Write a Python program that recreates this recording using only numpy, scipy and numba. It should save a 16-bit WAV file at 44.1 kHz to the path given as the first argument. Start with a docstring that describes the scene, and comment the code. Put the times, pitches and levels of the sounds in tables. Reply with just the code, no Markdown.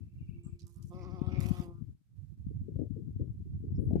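"""A bumblebee fidgets in a flower cluster, takes off close to the microphone, grazes a leaf and lands.
It is a little to the right of a stereo pair. Each wingbeat is a pulse of air, heard as a hum with
a raspy edge; feet and wings tick and scrape on petals and leaves. A faint twitter comes early on.
Gusts rumble and thump on the two microphone ports, mostly the left, over a faint hiss;
the recorder turns down quiet moments."""
import sys
import numpy as np
from scipy import signal
from scipy.fft import rfft, irfft
from scipy.io import wavfile
from scipy.ndimage import uniform_filter1d
from numba import njit

SR = 44100
rng = np.random.default_rng(int(sys.argv[2]) if len(sys.argv) > 2 else 0)


def digitize_waveform(pressure):
    """Quantize a signal to 16-bit integers and store it at the path in sys.argv[1].

    Rows of a 2-D input are taken as channels; values are limited to [-1, 1].
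    """
    field = np.atleast_2d(pressure).T
    bounded = np.clip(field, -1, 1)
    quanta = np.round(bounded * 32767).astype(np.int16)
    wavfile.write(sys.argv[1], SR, quanta)


N = 176400

# spectra of the background hiss and of wind on a port: f/Hz, gain/dB
HISS_SPECTRUM = [(400, 7.5), (14000, -1)]
WIND_SPECTRUM = [(30, -28), (60, -4.5), (95, 4.5), (150, -2), (330, -19), (650, -56), (2500, -80)]
# gusts at the left and the right port: t/s, level/dB
LEFT_GUSTS = [(.06, -42), (.12, -59.5), (.19, -43.5), (.52, -46.5), (.75, -60.5), (.8, -51), (1.26, -37),
              (1.38, -30.5), (1.62, -40), (1.73, -48.5), (1.85, -42), (2.02, -67.5), (2.42, -55.5),
              (2.8, -36.5), (3.16, -42.5), (3.25, -28), (3.36, -47.5), (3.58, -42), (3.74, -39),
              (3.81, -30)]
RIGHT_GUSTS = [(.6, -50.5), (1.17, -62.5), (1.93, -54.5), (2.02, -65), (2.28, -39), (2.36, -48.5),
               (2.56, -36), (2.95, -51), (3.12, -39), (3.4, -47.5), (3.69, -36)]
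# tones of the twitter: f/Hz, level/dB
TWITTER_TONES = [(2360, -77.5), (2690, -78)]
# thumps of air on the left port: t/s, level/dB
PORT_THUMPS = [(0.293, -25), (0.465, -24.5), (0.53, -29), (.847, -26), (1.2177, -13.5), (1.336, -18.5),
               (1.396, -18.5), (1.458, -19), (1.602, -19), (1.823, -22.5), (2.469, -21.5), (2.909, -20),
               (3.821, -24.5), (3.934, -14), (3.956, -17)]
# wingbeat rate: t/s, f/Hz
WINGBEAT_RATE = [(.89, 172.5), (.93, 178.7), (1.0, 184), (1.035, 171.6), (1.064, 191.2), (1.1, 173.6),
                 (1.14, 187.8), (1.202, 174.6), (1.228, 183.9), (1.5, 180), (1.76, 171.3)]
# hum of the wings: t/s, level/dB
HUM_LEVEL = [(.33, -72), (.36, -57.5), (.885, -63), (.92, -47), (1.62, -47.5), (1.71, -50), (1.76, -54.5),
             (2.05, -110)]
# roughness of the hum: t/s, depth/0-1
HUM_ROUGHNESS = [(1.0, 0.24), (1.05, 0.44), (1.09, 0.15), (1.33, 0.48), (1.42, 0.41), (1.55, 0.34)]
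# harmonics of the hum, from the first up: gain/dB
HUM_HARMONICS = [-6.5, 0.5, -7.5, -8.5, -19.5, -13, -15, -29.5]
# scrapes on petals and leaves: t/s, decay/s, level/dB, f/Hz, width/Hz
PETAL_SCRAPES = [(0.432, 0.058, -64.5, 7650, 900), (0.59, 0.022, -54.5, 5000, 3070),
                 (.666, 0.072, -61.5, 8200, 9700), (.823, 0.018, -58, 7000, 7860),
                 (0.866, 0.043, -67, 8600, 9800), (3.753, .018, -67.5, 5300, 525),
                 (3.788, 0.55, -77, 10300, 2550), (3.924, 0.15, -70, 1670, 2200)]
# wings stirring on the flower: t/s, length/s, level/dB
WING_STIRS = [(0.476, 0.036, -72.5), (0.687, 0.037, -71), (0.797, 0.055, -72.5), (1.772, 0.074, -72)]
# spectrum of the stirring: f/Hz, gain/dB
STIR_SPECTRUM = [(400, -6), (1150, 6), (1800, -22.5)]
# rasp of the wing edges: t/s, level/dB
RASP_LEVEL = [(.88, -98), (.94, -67), (1.01, -65), (1.25, -65.5), (1.36, -62), (1.63, -63.5), (1.85, -125)]
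# resonances in the rasp: f/Hz, width/Hz, gain in the open/dB, gain near the leaf/dB
WING_RESONANCES = [(2302, 720, 0, 4.5), (3330, 580, -5, 0), (4960, 1400, -1.5, -3.5),
                   (8560, 7000, -16, -14)]
# wings brushing the foliage: t/s, level/dB
BRUSH_LEVEL = [(1.38, -100), (1.405, -55.5), (1.64, -60), (1.75, -100)]
# spectrum of a brushed or struck leaf: f/Hz, gain/dB
LEAF_SPECTRUM = [(500, 6.5), (1500, -1), (15000, -4)]
# wingtips striking a leaf: t/s, level/dB
LEAF_STRIKES = [(1.405, -31.5), (1.427, -37), (1.46, -34.5), (1.488, -34.5)]
# sharp eddies at the left port: t/s, decay/s, level/dB
PORT_EDDIES = [(2.503, .012, -38), (2.681, 0.019, -35.5), (2.753, 0.01, -35.5), (2.789, 0.024, -33),
               (2.812, 0.019, -30.5), (2.96, 0.039, -37), (3.195, 0.033, -35.5), (3.453, 0.022, -42.5),
               (3.635, 0.037, -38.5), (3.786, 0.098, -35.5), (3.907, 0.035, -28.5), (3.955, 0.013, -25)]
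# spectrum of the eddies: f/Hz, gain/dB
EDDY_SPECTRUM = [(70, -18), (160, 4), (300, 6.5), (1500, -25.5)]

PORT_LAG_S = 0.00019  # the left port hears the bee later
ECHO_LAG_S, ECHO_SWAY_S, SWAY_HZ = .0012, 0.00011, 6.4  # reflections from nearby leaves
WEAK_ECHO, STRONG_ECHO = 0.22, 1
HUM_PAN_DB, RASP_PAN_DB, LEAF_PAN_DB = -6.5, -4, -6.5  # left against right
WIND_GAIN_DB, FLUTTER_DB, FLUTTER_HZ = 3, 5.5, 45.6
TWITTER_WOBBLE, TWITTER_FLICKER_DB, TWITTER_FLICKER_HZ = .03, 5, 120
THUMP_HZ, THUMP_REF_DB, THUMP_DB_PER_OCTAVE, THUMP_SPREAD_RAD = 150.6, -20, 16, 1.79
ROUGH_HZ, ROUGH_HARMONIC, WAVER_DB, WAVER_HZ = 170, 4.55, 2.5, 15.1
OPEN_DB, OPEN_RANGE_DB = -48, 8.5  # the hum is duller when the wings barely open
GRAIN_HZ, SCRAPE_GRAIN_DB, BRUSH_GRAIN_DB = 730, 5.5, 3
SCRAPE_ATTACK_S, STRIKE_DECAY_S = 0.0013, 0.0013
BEAT_SCATTER_DB, RASP_NOISE, NEAR_LEAF_S, RING_DRIFT, RING_FLICKER_DB = 2.5, 0.76, 1.24, .02, 2
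EDDY_CUT_HZ, EDDY_REF_DB, EDDY_DB_PER_OCTAVE, EDDY_HISS_DB, EDDY_RIGHT_DB = 435, -40.5, 16.5, -38.5, -16
HISS_DB = -84
LOW_CUT_HZ, HIGH_CUT_HZ, SUPPRESS_BELOW_DB, SUPPRESS_DEPTH_DB = 40, 14500, -48.5, -4.5

t = np.arange(N) / SR
freqs = np.maximum(np.fft.rfftfreq(N, 1 / SR), 1)


def undb(db):
    return 10 ** (np.asarray(db) / 20)


def unit_rms(x):
    return x / np.sqrt(np.mean(x ** 2))


def noise():
    return rng.standard_normal(N)


def curve(rows):
    """Straight lines between (t/s, value) points."""
    return np.interp(t, *np.array(rows).T)


def lowpass(x, hz, order):
    return signal.sosfilt(signal.butter(order, hz, fs=SR, output="sos"), x)


def wander(hz):
    """Smooth random motion, about hz new values a second; rms 1."""
    return unit_rms(lowpass(noise(), hz / 2, order=2))


def colour(x, spectrum):
    """Minimum-phase filter through (f/Hz, gain/dB) points; output rms 1."""
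    hz, db = np.array(spectrum).T
    gain = undb(np.interp(np.log(freqs), np.log(hz), db))
    cepstrum = irfft(np.log(gain), N)
    cepstrum[1:N // 2] *= 2
    cepstrum[N // 2 + 1:] = 0
    impulse = irfft(np.exp(rfft(cepstrum)), N)[:N // 20]
    return unit_rms(signal.fftconvolve(x, impulse)[:N])


@njit
def resonate(x, hz, width):
    """A band-pass whose centre may move."""
    y, band_state, low_state = np.empty(len(x)), 0., 0.
    for i in range(len(x)):
        g, damping = np.tan(np.pi * hz[i] / SR), width / hz[i]
        band = (band_state + g * (x[i] - low_state)) / (1 + g * (g + damping))
        band_state = 2 * band - band_state
        low_state += 2 * g * band
        y[i] = damping * band
    return y


def at_microphone(x, left_db, echo):
    """Sound reaches the right port first; each port also hears nearby leaves over two shifting paths."""
    def delayed(lag):
        return np.interp(t - lag, t, x)

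    ports = []
    for lag in (round(PORT_LAG_S * SR) / SR, 0):
        leaves = sum(delayed(lag + ECHO_LAG_S * rng.uniform(.5, 2) + ECHO_SWAY_S * wander(SWAY_HZ))
                     for _ in range(2))
        ports.append((delayed(lag) + echo * leaves) / np.sqrt(1 + 2 * echo ** 2))
    return np.array([undb(left_db) * ports[0], ports[1]])


def hiss():
    """A faint, even bed of hiss, separate in each channel."""
    return undb(HISS_DB) * np.array([colour(noise(), HISS_SPECTRUM) for _ in range(2)])


def rumble(gusts, cut_hz):
    """Fluttering turbulence right on one port, as strong as the gust."""
    air = lowpass(colour(noise(), WIND_SPECTRUM), cut_hz, order=2)
    steady = air / np.sqrt(uniform_filter1d(air ** 2, SR // 20) + 1e-9)
    fluttering = unit_rms(steady * undb(FLUTTER_DB * wander(FLUTTER_HZ)))
    return fluttering * undb(curve(gusts) + WIND_GAIN_DB)


def wind():
    """Each port has its own rumble; the windward left takes the thumps and most of the eddies."""
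    left = rumble(LEFT_GUSTS, cut_hz=1700) + eddies() + thumps()
    right = rumble(RIGHT_GUSTS, cut_hz=135) + undb(EDDY_RIGHT_DB) * eddies()
    return np.array([left, right])


def swell(at_s, length_s):
    """A bell-shaped rise and fall."""
    return np.exp(-2 * ((t - at_s) / length_s) ** 2)


def twitter():
    """A faint, broken twitter on two thin, wavering tones."""
    voice = 0
    for hz, db in TWITTER_TONES:
        pitch = hz * (1 + TWITTER_WOBBLE * wander(TWITTER_FLICKER_HZ))
        level = undb(db + TWITTER_FLICKER_DB * wander(TWITTER_FLICKER_HZ))
        voice += level * np.sin(2 * np.pi * np.cumsum(pitch) / SR)
    return at_microphone(voice * swell(at_s=0.32, length_s=0.33), 0, STRONG_ECHO)


def thumps():
    """A quick suck and push of air on the port; the harder, the sharper."""
    out = 0
    for at, db in PORT_THUMPS:
        hz = THUMP_HZ * 2 ** ((db - THUMP_REF_DB) / THUMP_DB_PER_OCTAVE)
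        phase = 2 * np.pi * hz * (t - at)
        out += undb(db) * np.sin(phase) * np.exp(-(phase / THUMP_SPREAD_RAD) ** 2 / 2)
    return out


def count_wingbeats(jitter):
    """Running count of wingbeats, slightly uneven."""
    return np.cumsum(curve(WINGBEAT_RATE) * (1 + jitter * wander(110))) / SR


def wings():
    """Close to the microphone, the same wingbeats drive the hum, the rasp and the brushing of leaves."""
    beats = count_wingbeats(jitter=.012)
    stroke = np.exp(-(beats % 1))  # each stroke starts strong and fades
    return brush(stroke) + hum(beats) + rasp(beats, stroke)


def hum(beats):
    """Wingbeat harmonics; each wavers as the bee turns, and the upper ones roughen when it struggles."""
    effort_db, roughness = curve(HUM_LEVEL), curve(HUM_ROUGHNESS)
    opening = np.minimum(10 ** ((effort_db - OPEN_DB) / OPEN_RANGE_DB), 1)
    out = 0
    for k, db in enumerate(HUM_HARMONICS, 1):
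        depth = roughness * min(k / ROUGH_HARMONIC, 1)
        shake = wander(ROUGH_HZ) + 1j * wander(ROUGH_HZ)  # in both level and phase
        tone = np.real(np.exp(2j * np.pi * k * beats) * (1 + depth * shake))
        out += tone * undb(db + WAVER_DB * wander(WAVER_HZ)) * (opening if k > 2 else 1)
    return at_microphone(out * undb(effort_db), HUM_PAN_DB, WEAK_ECHO)


def scrapes():
    """Grainy scratches among the petals: each catches at once and dies away."""
    grains = rfft(noise() * undb(SCRAPE_GRAIN_DB * wander(GRAIN_HZ)))
    out = 0
    for at, decay, db, hz, width in PETAL_SCRAPES:
        resonance = 1 / (1 + 1j * (freqs / hz - hz / freqs) * hz / width) ** 2
        age = np.maximum(t - at, 0)
        envelope = np.minimum(age / SCRAPE_ATTACK_S, 1) * np.exp(-age / decay)
        out += undb(db) * envelope * unit_rms(irfft(grains * resonance, N))
    return at_microphone(out, LEAF_PAN_DB, STRONG_ECHO)


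def air_pulses(beats):
    """One pulse of air per wingbeat, each of its own strength."""
    at = np.interp(np.arange(1, int(beats[-1])), beats, np.arange(N))
    size = undb(BEAT_SCATTER_DB * noise()[:len(at)])
    i, part = at.astype(int), at % 1  # each pulse is shared between two samples
    return (np.bincount(i, size * (1 - part), N + 1) + np.bincount(i + 1, size * part, N + 1))[:N]


def stirs():
    """On the flower, half-folded wings rattle in short, rough, thin bursts."""
    buzz = colour(air_pulses(count_wingbeats(jitter=0.022)), STIR_SPECTRUM)
    bursts = sum(undb(db) * swell(at, length) for at, length, db in WING_STIRS)
    return at_microphone(buzz * bursts, HUM_PAN_DB, STRONG_ECHO)


def rasp(beats, stroke):
    """Each stroke rings wing resonances that shift and flicker; the lower two grow most near the leaf."""
    push = unit_rms(air_pulses(beats)) + RASP_NOISE * unit_rms(stroke * noise())
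    near_leaf = (1 + np.tanh((t - NEAR_LEAF_S) * 20)) / 2
    out = 0
    for hz, width, open_db, leaf_db in WING_RESONANCES:
        centre = hz * (1 + RING_DRIFT * wander(WAVER_HZ))
        ring = resonate(push, centre, float(width))
        ring = resonate(ring, centre, float(width))  # twice, for steeper skirts
        db = open_db + (leaf_db - open_db) * near_leaf + RING_FLICKER_DB * wander(WAVER_HZ)
        out += unit_rms(ring) * undb(db)
    return at_microphone(unit_rms(out) * undb(curve(RASP_LEVEL)), RASP_PAN_DB, STRONG_ECHO)


def brush(stroke):
    """Wings graze the foliage with a crackle on every stroke."""
    grains = noise() * stroke * undb(BRUSH_GRAIN_DB * wander(GRAIN_HZ))
    crackle = colour(grains, LEAF_SPECTRUM) * undb(curve(BRUSH_LEVEL))
    return at_microphone(crackle, LEAF_PAN_DB, STRONG_ECHO)


def strikes():
    """Wingtips slap a stiff leaf, each time on two strokes in a row."""
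    snaps = 0
    for at, db in LEAF_STRIKES:
        period = 1 / np.interp(at, *np.array(WINGBEAT_RATE).T)
        for hit in (at, at + period):
            snaps += undb(db) * (t >= hit) * np.exp(-np.abs(t - hit) / STRIKE_DECAY_S)
    return at_microphone(snaps * colour(noise(), LEAF_SPECTRUM) / 2, LEAF_PAN_DB, WEAK_ECHO)


def eddies():
    """Each eddy hits the port at once and dies away; the stronger it is, the brighter."""
    air = colour(noise(), EDDY_SPECTRUM)
    out = 0
    for at, decay, db in PORT_EDDIES:
        cut_hz = EDDY_CUT_HZ * 2 ** ((db - EDDY_REF_DB) / EDDY_DB_PER_OCTAVE)
        burst = air * (t >= at) * np.exp(-np.minimum(np.abs(t - at) / decay, 20))
        out += undb(db) * (lowpass(burst, cut_hz, order=10) + undb(EDDY_HISS_DB) * burst)
    return out


def scene():
    """At the flower cluster: bee and foliage close by, a faint twitter, wind on the microphone."""
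    return hiss() + wings() + stirs() + strikes() + scrapes() + twitter() + wind()


def record(dry):
    """The recorder cuts the deep bass, lowers quiet moments with a noise suppressor and cuts the top."""
    low_cut = signal.butter(4, LOW_CUT_HZ, "high", fs=SR, output="sos")
    high_cut = signal.ellip(8, .2, 70, HIGH_CUT_HZ, fs=SR, output="sos")
    x = signal.sosfilt(low_cut, dry)
    power = uniform_filter1d(np.mean(x ** 2, axis=0), SR // 20)
    level_db = 10 * np.log10(np.abs(power) + 1e-14)
    gain = undb(np.clip(level_db - SUPPRESS_BELOW_DB, SUPPRESS_DEPTH_DB, 0))
    return signal.sosfilt(high_cut, x * gain)


dry = scene()
out = record(dry)
digitize_waveform(out)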